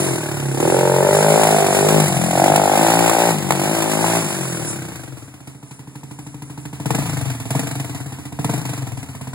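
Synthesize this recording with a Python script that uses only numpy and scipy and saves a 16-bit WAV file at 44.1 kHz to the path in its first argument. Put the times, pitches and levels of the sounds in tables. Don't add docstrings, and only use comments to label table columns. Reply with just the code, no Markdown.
import sys
import numpy as np
from scipy import signal
from scipy.fft import rfft, irfft, next_fast_len
from scipy.io import wavfile
from scipy.ndimage import uniform_filter1d, map_coordinates

SR = 44100
rng = np.random.default_rng(int(sys.argv[2]) if len(sys.argv) > 2 else 0)


def wav_record(signal):
    frames = np.transpose(np.atleast_2d(signal))
    bounded = np.clip(frames, -1, 1)
    quanta = np.round(bounded * 32767).astype(np.int16)
    wavfile.write(sys.argv[1], SR, quanta)


def invert_db(level):
    return 10 ** (np.asarray(level, dtype=float) / 20)


N = 411893

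# [s, 1/s].
SPEED_STRETCHES = [
    [(0.0, 49.77), (0.12, 42.38), (0.237, 37.17), (0.4, 35.38), (0.541, 32.89), (0.63, 39.22),
     (0.732, 45.8), (0.85, 45.95), (0.96, 45.46)],
    [(1.1, 49.84), (1.2, 51.74), (1.35, 53.69), (1.469, 54.15), (1.58, 50.94), (1.7, 47.67), (1.8, 50.23),
     (1.89, 52.27), (1.975, 53.21)],
    [(2.05, 49.63), (2.196, 41.96), (2.31, 42.6), (2.42, 47.91), (2.52, 51.61), (2.7, 49.93), (2.8, 54.26),
     (2.903, 56.73), (3.0, 57.02)],
    [(3.104, 55.11), (3.197, 58.35), (3.3, 56.69), (3.37, 49.84), (3.5, 46.23), (3.59, 46.64)],
    [(3.733, 56.07), (3.84, 53.72), (3.931, 52.78), (4.05, 55.34), (4.17, 57.48), (4.27, 49.64)],
    [(4.433, 45.03), (4.7, 36.19), (5.0, 25.11), (5.269, 17.12)],
    [(5.591, 12.17), (5.75, 12.17), (5.9, 12.36), (6.05, 12.9), (6.2, 12.91), (6.5, 12.83), (6.733, 13.19)],
    [(6.9, 12.93), (7.1, 13.15), (7.3, 13.11), (7.45, 12.95), (7.6, 12.81), (7.8, 13.12), (8.0, 13.14)],
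    [(8.2, 12.98), (8.35, 12.83), (8.5, 13.59), (8.7, 12.94), (8.9, 12.88), (9.1, 12.89), (9.34, 12.98)],
]
# [s, s, 1/s].
BLIPS = [
    (6.71, .334, 15.21),
    (7.415, .224, 10.57),
    (8.3, .332, 12.99),
    (9.08, .25, 2.2),
]
# [s, ratio].
THROTTLE = [(0, 0.23), (.52, 0.8), (2.0, 0.57), (2.28, 0.92), (3.3, 0.34), (3.5, 0.79), (3.66, 0.7),
            (4.17, 0.24), (4.42, 0.23), (5.42, 0.6), (6.76, 0.93), (6.97, 0.32), (7.43, 0.9), (7.57, 0.34),
            (8.3, 1), (8.52, 0.36), (9.1, 0.52)]
# [s, dB].
ODD_FIRINGS = [
    (5.4, 1),
    (5.475, 3.5),
    (5.55, -3),
    (7.35, -3.5),
    (8.61, -4.5),
    (8.92, -1),
]
# [s, dB, dB, dB, Hz].
PATH = [(0, 3, 1.5, 0, 7), (.35, 1.5, -2, 10.5, 40), (.62, 0.5, 4, -3, 25), (1.05, -1, 1, 0.5, 58),
        (1.4, 1, -4.5, -9, 54), (1.9, 2, -0.5, -0.5, 36), (2.15, 2.5, -8, -2, -12), (2.5, 0, -2, -3, -6),
        (2.95, 0, -4.5, -24.5, -21), (3.25, -1, -6, -18, 7), (3.45, -2, -1, 4, -12),
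        (3.95, -0.5, -5.5, -17, -8), (4.6, 0, -2.5, -11.5, 12), (5.35, -4.5, -2.5, 6.5, 2),
        (6.7, 3, -3.5, 6, 10), (7.3, 6, -6, 0, -30), (8.2, 4.5, -4, 4.5, 1), (9.3, 2.5, -6.5, 4, -28)]
# [s, Hz, dB, Hz, dB].
OUTLET = [(0, 800, -9, 635, 5.5), (.7, 780, 1.5, 559, -6.5), (1.05, 870, 0, 580, 1),
          (1.35, 760, 1, 597, -4.5), (1.6, 724, 0.5, 676, -8), (1.95, 785, -5, 590, -3),
          (2.2, 668.5, 2.5, 590, -36), (2.42, 729, 6, 583, -22), (2.9, 780, 2, 592, -14),
          (3.8, 770.4, -3.5, 603, -7), (4.15, 837, -2, 647, -6.5), (4.6, 674.3, -11, 553, 4),
          (5.3, 850, -7, 643, -6), (5.9, 920, -3, 686, -20), (6.6, 900, -3.5, 684, -13),
          (7.1, 830, -8.5, 650, -5.5), (8.2, 893, -7, 706, -6), (9.3, 956, -3, 683, -9.5)]
# [s, dB, dB].
BOOM = [(0, -2, -3), (.25, -12, -5.5), (.45, -4, 6), (.7, -2, -4), (1.2, -5, -1), (1.9, -10, -4),
        (2.05, -3, 1), (2.25, 3, -1.5), (2.45, -13, -2.5), (2.8, -7, 4), (2.95, 2, 6), (3.2, -5.5, -3),
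        (3.35, 3, 5.5), (3.55, -2, -6), (3.9, -6.5, 0), (4.08, 1, 9), (4.3, -2, -5), (4.5, -1, -1),
        (5, 1, -2), (6.8, 2, -0.5), (7.05, 2, 0), (7.25, 5, -5), (7.5, -3, 0.5), (7.65, 0, 1.5),
        (7.85, 0, -2), (8.05, -1, 1.5), (8.45, 4, -1), (8.65, 0, -2), (8.9, 6, -2), (9.3, 0, 1)]
# [s, dB, dB].
BACKFIRES = [
    (3.0958, -13, -4),
    (3.5068, -15.5, 1.5),
    (3.5217, -24.5, 6),
    (4.043, -18, -35),
    (6.906, -20, -7),
    (8.445, -38.5, 13.5),
]
# [s, dB].
STANDING_HISS = [(4.8, 0), (5.3, 3), (6.2, 1.5), (7, 2.5), (8.2, 2.5), (9.2, 1.5)]
# [Hz, dB].
METAL = [(300, -120), (700, 10), (1400, 1), (2500, 2), (4800, -5.5), (8000, 1), (10000, 0), (14000, -9)]
# [s, dB].
ROLLING = [(0, -34.5), (.3, -44), (.7, -37.5), (2, -34), (3.4, -50), (4.15, -34.5), (4.7, -37), (4.8, -52),
           (5.3, -58)]
# [Hz, dB].
CHAIN = [(3500, -120), (5000, -10), (7800, -1.5), (9800, 3), (11500, -27), (16000, -36)]
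# [s, dB].
WALLS = [(.0148, -14), (.0237, -14), (.037, -12), (.052, -15)]
# [Hz, s].
YARD = [(100, 0.94), (1000, 0.056), (10000, 0.0043)]
# [Hz, dB].
AIR = [(20, 2), (60, 2), (100, 0), (200, -6), (500, -16), (2000, -27), (8000, -38), (16000, -46)]
# [s, dB].
BEARING = [(0, .5), (.7, 1), (1.2, 2), (2, 3), (2.6, 4.5), (3.2, 4.5), (4, 4.5), (4.8, 3), (5.7, 1),
           (7.2, .5), (8.2, 1), (9.3, 2.5)]
# [Hz, dB].
APART = [(80, -28), (150, -29), (300, -16), (420, -11), (700, -15), (1500, 3), (2500, 2), (16000, -1)]

FIRST_TURN = .9645
SAG_S, SAG_SHAPE = .368, 1.276
FIRST_OPENING, OPEN_S, SHUT_S = 0.28, 0.098, 0.059
FULL_SPEED = 50
ODD_S = .025
# (dB at full speed with the throttle shut, dB per doubling of speed, dB gained at full throttle)
THUMP, PIPE, BARK, HISS = (-34.5, 9.1, 16.1), (-29.5, 8.94, 10.6), (-35, 11.1, 19.38), (-33, 12.33, 7.16)
PUMP = (-29.5, 9.7, -0.67)
PIPE_COLD_HZ, PIPE_HZ_PER_SPEED, PIPE_HZ_OPEN = 265.5, 1.586, 6
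BOX_COLD_HZ, BOX_HZ_PER_SPEED, BOX_HZ_OPEN = 126.6, 0.21, 18.4
BOX_T60, BOX_CYCLES = .06, 1.3
SMOOTH, OVERRUN = .012, .025
EDGE_DB, EDGE_FOLLOWS = -16.5, 0.48
OVERTONE, OVERTONE_DB, OVERTONE_OPEN_DB = 1.422, -13.5, 7.5
IDLE_OVERTONE_DB = -5
POP_HZ, POP_DB, POP_BELOW = 1500, -5, .3
PUMP_HZ, PUMP_FALL_DB = 131.4, 9
SECOND_DB, FOURTH_DB = -10.5, -7
SPIT_RISE_S, SPIT_S, SPIT, SPIT_SCATTER_DB = .002, .005, 1.6, 4
PORT_DELAY = 15 / SR
TOP_HZ = 15800
WEAK = .75


def unit(x):
    return x / np.sqrt(np.mean(x ** 2, axis=-1, keepdims=True) + 1e-20)


def along(points, hz):
    f, v = np.transpose(points)
    return np.interp(np.log(hz + 1), np.log(f + 1), v)


def curves(rows, t):
    s, *cols = np.transpose(rows)
    return [np.interp(t, s, c) for c in cols]


def filtered(x, response):
    m = next_fast_len(N + SR // 4)
    return irfft(rfft(x, m) * response(np.fft.rfftfreq(m, 1 / SR)), m)[..., :N]


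def hiss(spectrum):
    return unit(filtered(rng.standard_normal(N), lambda hz: invert_db(along(spectrum, hz))))


def wobble(rate):
    return map_coordinates(rng.standard_normal(int(N * rate / SR) + 4), [np.arange(N) * rate / SR])


def speed_at(t):
    s, climb, gain = np.transpose(BLIPS)[..., None]
    up = np.sin(np.pi / 2 * np.clip((t - s) / climb, 0, 1)) ** 2
    down = np.exp(-(np.clip(t - s - climb, 0, None) / SAG_S) ** SAG_SHAPE)
    return curves(sum(SPEED_STRETCHES, []), t)[0] + np.sum(gain * up * down, axis=0)


def throttle_at(t):
    s, opening = np.transpose(THROTTLE)[..., None]
    step = np.diff(opening, axis=0, prepend=FIRST_OPENING)
    glide_s = np.where(step > 0, OPEN_S, SHUT_S)
    return FIRST_OPENING + np.sum(step * np.clip((t - s) / glide_s, 0, 1), axis=0)


def crank():
    t = np.arange(N) / SR
    turn = FIRST_TURN + np.cumsum(speed_at(t)) / SR
    return turn, np.interp(np.arange(1, int(turn[-1]) + 1), turn, t)


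def level(layer, t):
    base_db, per_doubling_db, open_db = layer
    odd_db = sum(db * (np.abs(t - s) < ODD_S) for s, db in ODD_FIRINGS)
    speed_db = per_doubling_db * np.log2(speed_at(t) / FULL_SPEED)
    return base_db + speed_db + open_db * throttle_at(t) + curves(PATH, t)[0] + odd_db


def bursts(s, hz, energy, t60, rise, size):
    s = s.clip(0)
    start = np.floor(s * SR).astype(int) + 1
    t = (start / SR - s)[:, None] + np.arange(size) / SR
    fade = np.cos(np.pi / 2 * np.arange(size) / size)
    decay = invert_db(-60 * t / np.reshape(t60, (-1, 1)))
    wave = -np.sin(2 * np.pi * hz[:, None] * t) * decay * (1 - np.exp(-t / rise)) * fade
    wave = unit(wave) * np.sqrt(energy / size)[:, None]
    return np.bincount((start[:, None] + np.arange(size)).ravel(), wave.ravel(), N + SR)[:N]


def resonance(fire, hz, db, rough, t60, rise, spread, size, count=2):
    period = 1 / speed_at(fire)
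    luck = rng.standard_normal((len(fire), 2))
    energy = invert_db(db + 0.18 * luck[:, 0]) ** 2 * period * SR
    clean = bursts(fire + 6e-5 * luck[:, 1], hz, energy * (1 - rough), t60, rise, size)
    when = fire[:, None] + period[:, None] * rng.random((len(fire), count))
    pitch = hz[:, None] * np.exp(spread * rng.standard_normal(when.shape))
    share = np.repeat(energy * rough / count, count)
    puff_t60 = np.repeat(t60 + 0 * fire, count)
    return clean + bursts(when.ravel(), pitch.ravel(), share, puff_t60, rise, min(size, 800))


def exhaust(fire):
    speed, opening = speed_at(fire), throttle_at(fire)
    period = 1 / speed
    same = 0 * fire
    _, pipe_shade_db, box_shade_db, shift_hz = curves(PATH, fire)
    bark_hz, facing_db, ring_hz, ring_db = curves(OUTLET, fire)
    thump_db = level(THUMP, fire) + box_shade_db + curves(BOOM, fire)[1]
    pipe_db = level(PIPE, fire) + pipe_shade_db
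    bark_db = level(BARK, fire) + facing_db
    edge_db = EDGE_DB + EDGE_FOLLOWS * ring_db
    rough = np.clip(SMOOTH + OVERRUN * (1 - opening) * np.clip(speed / 6 - 2.3, 0, 1), 0, .45)
    start = fire - .001 - 0.0284 * period
    later = start + 0.002435 + 0.021 * period

    box_hz = BOX_COLD_HZ + BOX_HZ_PER_SPEED * speed + BOX_HZ_OPEN * opening
    box_t60 = BOX_T60 + BOX_CYCLES * period
    thump = resonance(later - .002, box_hz, thump_db - 1.5, rough / 2, box_t60, rise=.001, spread=.2, size=3000)
    push = resonance(later, 285 + same, pipe_db - 10.5 - 250 * period, rough / 2,
                     t60=0.053, rise=0.0012, spread=0.16, size=1000)

    steady_hz = PIPE_COLD_HZ + PIPE_HZ_PER_SPEED * speed + PIPE_HZ_OPEN * opening
    pipe = resonance(later, steady_hz + shift_hz, pipe_db - 1.5, rough, 1.6 * period,
                     rise=.001, spread=.2, size=3000)
    overtone_db = OVERTONE_DB + OVERTONE_OPEN_DB * opening + IDLE_OVERTONE_DB * np.clip(3 - speed / 7, 0, 1)
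    overtone = resonance(later, OVERTONE * steady_hz, pipe_db + overtone_db, rough * 2, 0.82 * period,
                         rise=0.0048, spread=0.21, size=2000)

    bark = resonance(start, bark_hz, bark_db - 8.0, rough, t60=0.046, rise=0.0009, spread=0.205, size=300)
    ring = resonance(start + 0.0011, ring_hz, bark_db + ring_db, rough,
                     t60=0.043, rise=0.00051, spread=0.13, size=1100)
    edge = resonance(start + 0.001054, 1480 + same, bark_db + edge_db, rough * 2,
                     t60=0.0044, rise=0.0014, spread=0.16, size=500)

    pop_db = level(HISS, fire) + POP_DB - 60 * np.clip(opening - POP_BELOW / 2, 0, 1)
    pop_db = pop_db - 4.5 * np.clip(16 - speed, 0, 9) - .35 * np.clip(speed - 32, 0, None)
    pop_hz = POP_HZ * np.exp(.07 * rng.standard_normal(len(fire)))
    pop = resonance(start, pop_hz, pop_db, rough * 4, t60=.018, rise=.0015, spread=.1, size=700)
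    return thump + push + pipe + pop + overtone + bark + ring + edge


def pumping(turn, fire):
    t, tones = np.arange(N) / SR, 0
    speed = speed_at(fire)
    base_db = level(PUMP, fire) + 0.09 * curves(PATH, fire)[2] + curves(BOOM, fire)[0]
    load_db = FOURTH_DB * throttle_at(fire) * (speed > 44)
    for k in range(2, 7):
        drift_db = 1.8 * unit(uniform_filter1d(rng.standard_normal(len(fire)), size=9))
        silencer_db = -PUMP_FALL_DB * np.log2(k * speed / PUMP_HZ) ** 2
        db = base_db + SECOND_DB * (k == 2) + load_db * (k == 4) + drift_db + silencer_db
        tones = tones + np.interp(t, fire, invert_db(db)) * np.sin(2 * np.pi * (k * turn + rng.random()))
    return np.sqrt(2) * tones


def backfires():
    s, db, crack_db = np.transpose(BACKFIRES)
    bark = bursts(s, 760 + 0 * s, invert_db(db + 24.5) ** 2, t60=0.0059, rise=0.00018, size=400)
    push = bursts(s, 90 + 0 * s, invert_db(db - 23) ** 2, t60=0.014, rise=0.001, size=1500)
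    since = np.arange(N) / SR - s[:, None]
    decay = np.where(since > 0, invert_db(-60 * np.abs(since) / 0.019), 0)
    return bark + push, invert_db(db + crack_db) @ decay


def machinery(turn, fire):
    speed = np.gradient(turn) * SR
    since = ((turn + .033) % 1) / speed
    puff = SPIT * invert_db(SPIT_SCATTER_DB * rng.standard_normal(len(fire) + 2))[(turn + .033).astype(int)]
    fall = puff * np.exp(-since / SPIT_S) + .7 * np.exp(-since / .035)
    spit = .04 + speed / 65 + fall * (1 - np.exp(-since / SPIT_RISE_S))
    spit /= np.sqrt(np.abs(uniform_filter1d(spit ** 2, size=6600)))
    cycle = np.clip((turn + .03).astype(int) - 1, 0, len(fire) - 1)
    firing_db = curves(STANDING_HISS, fire)[0] + level(HISS, fire) + 0.36 * rng.standard_normal(len(fire))
    return invert_db(firing_db[cycle] - 1.0 + 0.73 * wobble(250) + 0.93 * wobble(25)) * spit


def chain():
    return invert_db(curves(ROLLING, np.arange(N) / SR)[0] + 1.13 * wobble(240) + 2.7 * wobble(16))


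def walls(x):
    def echoes(hz):
        arrivals = sum(invert_db(db) * np.exp(-2j * np.pi * hz * s) for s, db in WALLS)
        return arrivals / (1 + 1j * hz / 400)
    return filtered(x, echoes)


def decay_tail(t60, size):
    hz, t, z = signal.stft(rng.standard_normal(size), SR, nperseg=256)
    tail = signal.istft(z * invert_db(-60 * t / along(t60, hz)[:, None]), SR, nperseg=256)[1]
    return tail / np.linalg.norm(tail)


def port_difference(common, note, rush, rattle):
    pan = invert_db(curves(BEARING, np.arange(N) / SR)[0])
    lead = PORT_DELAY * (pan - 1) / (pan + 1)
    slope = filtered(common, lambda hz: 1j * np.pi * hz / (1 + (hz / 2200) ** 4))
    drift = 3 * wobble(3)
    paths = [signal.fftconvolve(note, decay_tail([(100, 0.063)], size=2048))[:N] for _ in "ab"]
    scattered = np.cos(drift) * paths[0] + np.sin(drift) * paths[1]
    scattered = scattered + rattle * hiss(CHAIN) + rush * hiss(METAL) + invert_db(-49) * hiss(AIR)
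    return lead * slope + filtered(scattered, lambda hz: invert_db(along(APART, hz)))


def scene():
    turn, fire = crank()
    bang, crack = backfires()
    note = exhaust(fire) + pumping(turn, fire) + bang
    note = note + walls(note)
    rush = machinery(turn, fire) + crack
    rattle = chain()
    bike = note + rush * hiss(METAL) + rattle * hiss(CHAIN)
    yard = signal.fftconvolve(np.pad(bike, (1300, 0)), decay_tail(YARD, size=13000))[:N]
    common = bike + invert_db(-20) * yard + invert_db(-49) * hiss(AIR)
    differ = port_difference(common, note, rush, rattle)
    return np.array([common + differ, common - differ])


def hollow(x):
    hz, t, z = signal.stft(x.mean(axis=0), SR, nperseg=1024)
    notch_hz = np.array([[1], [2], [3], [4], [5]]) / PORT_DELAY
    off = np.abs(hz - 50 - notch_hz)
    waver = unit(uniform_filter1d(rng.standard_normal((5, len(t))), size=11, axis=1))
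    reach = [[330], [330], [-40], [110], [270]] + 130 * waver
    lost = (off[:, :, None] < reach[:, None, :]).any(axis=0)
    faint = np.abs(z) < WEAK * uniform_filter1d(np.abs(z), size=15, axis=0)
    lost = lost | (hz[:, None] > 1400) & faint
    return x - signal.istft(z * lost, SR, nperseg=1024)[1][:N]


def roll_off(x):
    return signal.sosfilt(signal.butter(12, 16510, fs=SR, output="sos"), x)


def record(dry):
    delayed = filtered(dry[::-1], lambda hz: .97 * np.exp(-2j * np.pi * hz * PORT_DELAY))

    def tone(hz):
        bass_lift = 1 + 1 / (2j * np.pi * (hz + 25) * PORT_DELAY)
        rumble_cut = (hz * hz / (hz * hz - 88 ** 2 - 1j * hz * 100)) ** 3
        return bass_lift * ((hz < TOP_HZ) * rumble_cut + (hz < 70) * invert_db(-25))

    x = filtered(dry - delayed, tone)
    mix = hollow(x / (1 + np.abs(x) ** 8) ** (1 / 8))
    return roll_off(mix)


dry = scene()
out = record(dry)
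wav_record(out)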